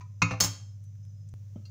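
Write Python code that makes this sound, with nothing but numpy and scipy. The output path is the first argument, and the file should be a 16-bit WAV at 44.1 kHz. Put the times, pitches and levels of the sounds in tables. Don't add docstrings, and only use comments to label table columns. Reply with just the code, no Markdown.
import sys
import numpy as np
from scipy import signal
from scipy.fft import rfft, irfft
from scipy.io import wavfile

SR = 44100
rng = np.random.default_rng(int(sys.argv[2]) if len(sys.argv) > 2 else 0)


def store_wav(level_fs):
    pcm = np.round(np.clip(np.atleast_2d(level_fs), -1, 1) * 32767)
    wavfile.write(sys.argv[1], SR, pcm.T.astype(np.int16))


def undo_db(level):
    steps = np.asarray(level, float) / 20
    return 10 ** steps


N = 74970
T = np.arange(N) / SR
EDIT_S = 1.3396
AFTER_EDIT = T > EDIT_S

# pitch_hz [Hz], relative_db [dB per Hz]
PAN_CRACK = [(180, -30.5), (300, -12), (798, -19.5), (1290, -6), (1630, -22), (2550, -10), (2960, -22.5),
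             (5380, -20), (6040, -11.5), (8140, -35), (13000, -50), (15000, -32.5), (15900, -59.5)]
# pitch_hz [Hz], relative_db [dB per Hz]
LID_CRACK = [(180, -23.5), (300, -12.5), (432, -12.5), (1110, -11.5), (1870, -16), (3800, -14),
             (4400, -13.5), (4850, -15), (5300, -0.5), (5750, -12), (6450, -1.5), (6800, -9), (7450, -5.5),
             (7700, -15), (12400, -22), (14900, -10.5), (15600, -7), (15900, -50)]


def colour(x, spectrum):
    hz, db = np.array(spectrum, float).T
    f = np.fft.rfftfreq(len(x), 1 / SR) + 1
    gain = undo_db(np.interp(np.log(f), np.log(hz), db, left=-90, right=-90))
    y = irfft(rfft(x) * gain, len(x))
    return y / np.std(y)


def band(centre_hz, width_hz):
    f = np.fft.rfftfreq(N, 1 / SR) + 1
    gain = 1 / (1 + ((f - centre_hz) / (width_hz / 2)) ** 2)
    y = irfft(rfft(rng.standard_normal(N)) * gain, N)
    return y / np.std(y)


def fade(start_s, t60_s, attack_s=0.0003):
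    since = np.maximum(T - start_s, 0)
    return (1 - np.exp(-since / attack_s)) * np.exp(-np.log(1000) * since / t60_s)


def ring(modes, start_s, level_db, bright_hz, contact_s=0.001):
    scatter_db, twin_hz, twin_share, longest_t60_s = 4, 20, .25, .3
    hz, mode_db, t60_s = np.array(modes, float).T[:, :, None]
    start = int(start_s * SR)
    since = np.arange(min(N - start, SR // 2)) / SR
    gain = undo_db(level_db + mode_db + scatter_db * rng.standard_normal(hz.shape))
    gain = gain / (1 + (hz / bright_hz) ** 2)
    twin = hz + twin_hz * np.sqrt(hz / 1000) * rng.standard_normal(hz.shape)
    tone = np.sin(2 * np.pi * hz * since) + twin_share * np.sin(2 * np.pi * twin * since)
    decay = np.exp(-np.log(1000) * since / np.minimum(t60_s, longest_t60_s))
    onset = 1 - np.exp(-(since / contact_s) ** 2)
    out = np.zeros(N)
    out[start:start + len(since)] = np.sum(gain * tone * decay, 0) * onset
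    return out


def clatter(blows, modes, crack_colour):
    grain_db = 1.5
    out = 0
    for start_s, ring_db, crack_db, bright_hz, t60_s in blows:
        grain = undo_db(grain_db * np.repeat(rng.standard_normal(N // 64 + 1), 64)[:N])
        noise = colour(grain * rng.standard_normal(N), crack_colour)
        noise = signal.lfilter(*signal.butter(1, min(bright_hz, 20000), fs=SR), noise)
        crack = undo_db(crack_db) * noise * fade(start_s, t60_s)
        out = out + ring(modes, start_s, ring_db, bright_hz) + crack
    return out


def spatula_on_pan():
    pan_hz = [920, 1019, 1150, 1275, 1757, 2150, 2237, 2509, 2715, 3135, 3774, 4145, 4450, 5992, 6700, 7321,
              8909, 10830]
    # relative_db [dB], t60_s [s]
    pan_modes = [(-15.5, 0.047), (-8, 0.078), (-4, 0.1), (-3.5, 0.24), (-7.5, 0.16), (-2, 0.1),
                 (-7.5, 0.37), (-0.5, 0.16), (-3.5, 0.11), (-21, 0.082), (-12.5, .11), (-6.5, .12),
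                 (-18, 0.053), (-2.5, 0.077), (-16, 0.18), (-18, 0.095), (-32, .1), (-30, 0.081)]
    # start_s [s], ring_db [dB], crack_db [dB], bright_hz [Hz], crack_t60_s [s]
    pan_blows = [(.2185, -23, -23, 12050, 0.034), (.2222, -35, -18.5, 12000, 0.04),
                 (.3085, -44, -29.5, 2547, 0.084), (.3135, -42.5, -40, 5000, 0.12),
                 (.336, -41.5, -38.5, 1200, 0.069)]
    return clatter(pan_blows, np.c_[pan_hz, pan_modes], PAN_CRACK)


def spatula_handle():
    # pitch_hz [Hz], relative_db [dB], t60_s [s]
    handle_modes = [(650, -8, .08), (785, 0, .14), (1040, -4, .12), (1130, -2, .08), (1770, -6, .09)]
    # start_s [s], ring_db [dB], crack_db [dB], bright_hz [Hz], crack_t60_s [s]
    rocks = [(.3085, -40, -49, 5006, .03), (.335, -41.5, -53, 5000, 0.041)]
    return clatter(rocks, handle_modes, PAN_CRACK)


def lid():
    lid_hz = [1040, 1120, 2700, 3200, 4459, 5230, 5327, 5459, 6334, 6391, 6455, 6513, 6867, 7007, 7137,
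              7450, 14600, 15100]
    # relative_db [dB], t60_s [s]
    lid_modes = [(-17, 0.22), (-14.5, 0.078), (-23, .3), (-23.5, 0.33), (-4, 0.11), (-8, 0.13),
                 (-7.5, 0.067), (-15.5, 0.06), (-9.5, .2), (-8.5, .2), (-9, 0.28), (0.5, 0.088),
                 (-14, 0.23), (-9, .15), (-4.5, 0.065), (-9, 0.13), (-15, .1), (-14, .1)]
    # start_s [s], ring_db [dB], crack_db [dB], bright_hz [Hz], crack_t60_s [s]
    lid_blows = [(.4028, -34.5, -18, 12000, 0.035), (.406, -21.5, -17, 12000, 0.067),
                 (.4115, -28, -24.5, 12000, .1), (.421, -45.5, -27, 12000, 0.22),
                 (.437, -41.5, -22.5, 12000, .08), (.4435, -39.5, -27.5, 12000, .12),
                 (.458, -44, -36, 9000, 0.088)]
    return clatter(lid_blows, np.c_[lid_hz, lid_modes], LID_CRACK)


def hob_thuds():
    mic_low_hz = 60
    # pitch_hz [Hz], relative_db [dB], t60_s [s]
    hob_modes = [(73.48, -4.5, .12), (168.3, -0.5, 0.22), (275.4, -8, 0.36), (344.2, -15, .25),
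                 (509, -12.5, 0.5)]
    # start_s [s], level_db [dB], bright_hz [Hz]
    thud_rows = [(0.2197, -23, 400), (0.3081, -35.5, 1500), (0.3176, -26, 300), (.408, -30, 500),
                 (0.4367, -30.5, 305)]
    thuds = sum(ring(hob_modes, *row, contact_s=0.0037) for row in thud_rows)
    low_cut = signal.butter(2, mic_low_hz, "high", fs=SR, output="sos")
    return signal.sosfilt(low_cut, thuds)


def low_boom():
    pitch_hz, swell_s, t60_s = 106.03, 0.011, 0.48
    # start_s [s], level_db [dB]
    booms = [(.219, -21.5), (0.317, -24), (0.414, -27.5)]
    out = 0
    for start_s, level_db in booms:
        damping = np.exp(-np.maximum(T - start_s + 0.0038, 0) / .008)
        swell = undo_db(level_db) * fade(start_s, t60_s, swell_s)
        out = out * damping + swell * np.sin(2 * np.pi * pitch_hz * (T - start_s))
    return out


def light_touches():
    # pitch_hz [Hz], relative_db [dB], t60_s [s]
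    clink_modes = [(850, -4, .06), (995, 3, .3), (1240, -4, .05), (1490, -6, .08), (1900, -4, .1),
                   (2150, -2, .06), (2340, -3, .07), (4700, -10, .08), (6330, -12, .12)]
    knock_modes = [(160, -3, .12), (205, 0, .06), (454, -14, .06), (575, -9, .08), (1300, -27, .15),
                   (2150, -33, .2), (3100, -29, .1)]
    tap_modes = [(1300, -3, .04), (1540, -12, .2), (2120, -7, .2), (2750, -4, .2), (3250, -14, .2),
                 (3800, -9, .1), (4240, -2, .15), (4710, -2, .12), (5152, -5, .06), (5880, -5, .08),
                 (6890, -9, .1)]
    # start_s [s], ring_db [dB], crack_db [dB], bright_hz [Hz], crack_t60_s [s]
    clinks = [(.008, -57, -52, 9250, .08)]
    knocks = [(1.559, -42, -68.5, 8810, 0.13), (1.565, -50, -73, 9000, 0.044),
              (1.577, -58.5, -71, 9000, 0.055)]
    taps = [(1.653, -59.5, -65.5, 11850, 0.15), (1.663, -72.5, -70, 12000, .08)]
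    out = clatter(clinks, clink_modes, PAN_CRACK)
    out = out + clatter(knocks, knock_modes, PAN_CRACK)
    return out + clatter(taps, tap_modes, LID_CRACK)


def ticks():
    # start_s [s], level_db [dB], centre_hz [Hz], width_hz [Hz], t60_s [s]
    tick_rows = [(.838, -66.5, 8000, 8010, 0.056), (.954, -66, 2524, 3000, 0.021),
                 (1.051, -60, 5990, 12000, .01), (1.063, -72, 5900, 12000, .01),
                 (1.288, -61.5, 7100, 2500, 0.036), (1.292, -61, 6500, 3980, 0.015)]
    out = 0
    for start_s, level_db, centre_hz, width_hz, t60_s in tick_rows:
        out = out + undo_db(level_db) * band(centre_hz, width_hz) * fade(start_s, t60_s)
    return out


def room(x):
    t60_s, treble_t60_s, room_db = 0.43, 0.083, -15
    noise = rng.standard_normal(N)
    low = signal.lfilter(*signal.butter(2, 7000, fs=SR), noise)
    tail = low * fade(0.0013, t60_s, .004) + (noise - low) * fade(0.012, treble_t60_s, .004)
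    tail = tail[:SR // 2]
    tail = tail / np.sqrt(np.sum(tail ** 2))
    return x + undo_db(room_db) * signal.fftconvolve(x, tail)[:N]


def whine():
    # time_s [s], pitch_hz [Hz], level_db [dB rms before roughness]
    whine_course = [(0, 5150, -90), (.15, 5150, -88), (.7, 5240, -83.5), (.9, 5177, -95),
                    (1.05, 5210, -77.5), (1.13, 5130, -83.5), (1.209, 5150, -76.5), (1.33, 5125, -87.5)]
    time_s, pitch_hz, level_db = np.array(whine_course).T
    rough = 1 + .5 * band(30, 60)
    phase = 2 * np.pi * np.cumsum(np.interp(T, time_s, pitch_hz)) / SR
    level = np.sqrt(2) * undo_db(np.interp(T, time_s, level_db))
    return level * rough * np.sin(phase) * (T < EDIT_S)


def whistle():
    # centre_hz [Hz], width_hz [Hz], before_db and after_db the edit [dB], flicker_db [dB rms]
    whistle_row = (6060, 51, -81, -96, 4)
    centre_hz, width_hz, before_db, after_db, flicker_db = whistle_row
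    level_db = np.where(AFTER_EDIT, after_db, before_db) + flicker_db * band(3.6, 15)
    return undo_db(level_db) * band(centre_hz, width_hz)


def wavering_tones():
    # centre_hz [Hz], width_hz [Hz], level_db [dB rms]
    waver_rows = [(150.65, 12, -61.5), (175.5, 25, -72.5), (575.4, 25, -85.5), (6170, 100, -85),
                  (6820, 670, -84.5)]
    return sum(undo_db(level_db) * band(centre_hz, width_hz) for centre_hz, width_hz, level_db in waver_rows)


def hum():
    mains_hz, fan_hz, fan_later_hz = 100.06, 115.5, 117.8
    mains_db, overtone_db, fan_db = -43.5, -73, -54.5
    in_step_s, skipped_s = 1.3412, .0351
    clock = 2 * np.pi * (T + skipped_s * AFTER_EDIT - in_step_s)
    mains = undo_db(mains_db) * np.cos(mains_hz * clock)
    overtone = undo_db(overtone_db) * np.cos(2 * mains_hz * clock)
    fan = undo_db(fan_db) * np.cos(np.where(AFTER_EDIT, fan_later_hz, fan_hz) * clock)
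    return np.sqrt(2) * (mains + overtone + fan)


def hiss():
    # pitch_hz [Hz], relative_db [dB]
    hiss_colour = [(120, -29.5), (200, 0.5), (269, -20), (389, -18.5), (573, -15.5), (640, -23), (926, -28),
                   (4530, -31), (5980, -22), (8650, -38.5), (13500, -43.5), (15000, -26.5), (16500, -52.5)]
    return undo_db(-71.5 + 3 * AFTER_EDIT) * colour(rng.standard_normal(N), hiss_colour)


def rumble():
    # pitch_hz [Hz], relative_db [dB]
    rumble_colour = [(20, -12.5), (50, -7), (80, 0), (130, 5), (200, -10), (300, -24.5)]
    return undo_db(-61) * colour(rng.standard_normal(N), rumble_colour)


def scene():
    hits = spatula_on_pan() + spatula_handle() + lid() + light_touches() + ticks()
    background = whine() + whistle() + wavering_tones() + hum() + hiss() + rumble()
    return (room(hits) + hob_thuds() + low_boom() + background)[None]


def top_cut(x):
    return signal.sosfilt(signal.butter(12, 16690, fs=SR, output="sos"), x)


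def record(dry):
    return top_cut(dry)


dry = scene()
out = record(dry)
store_wav(out)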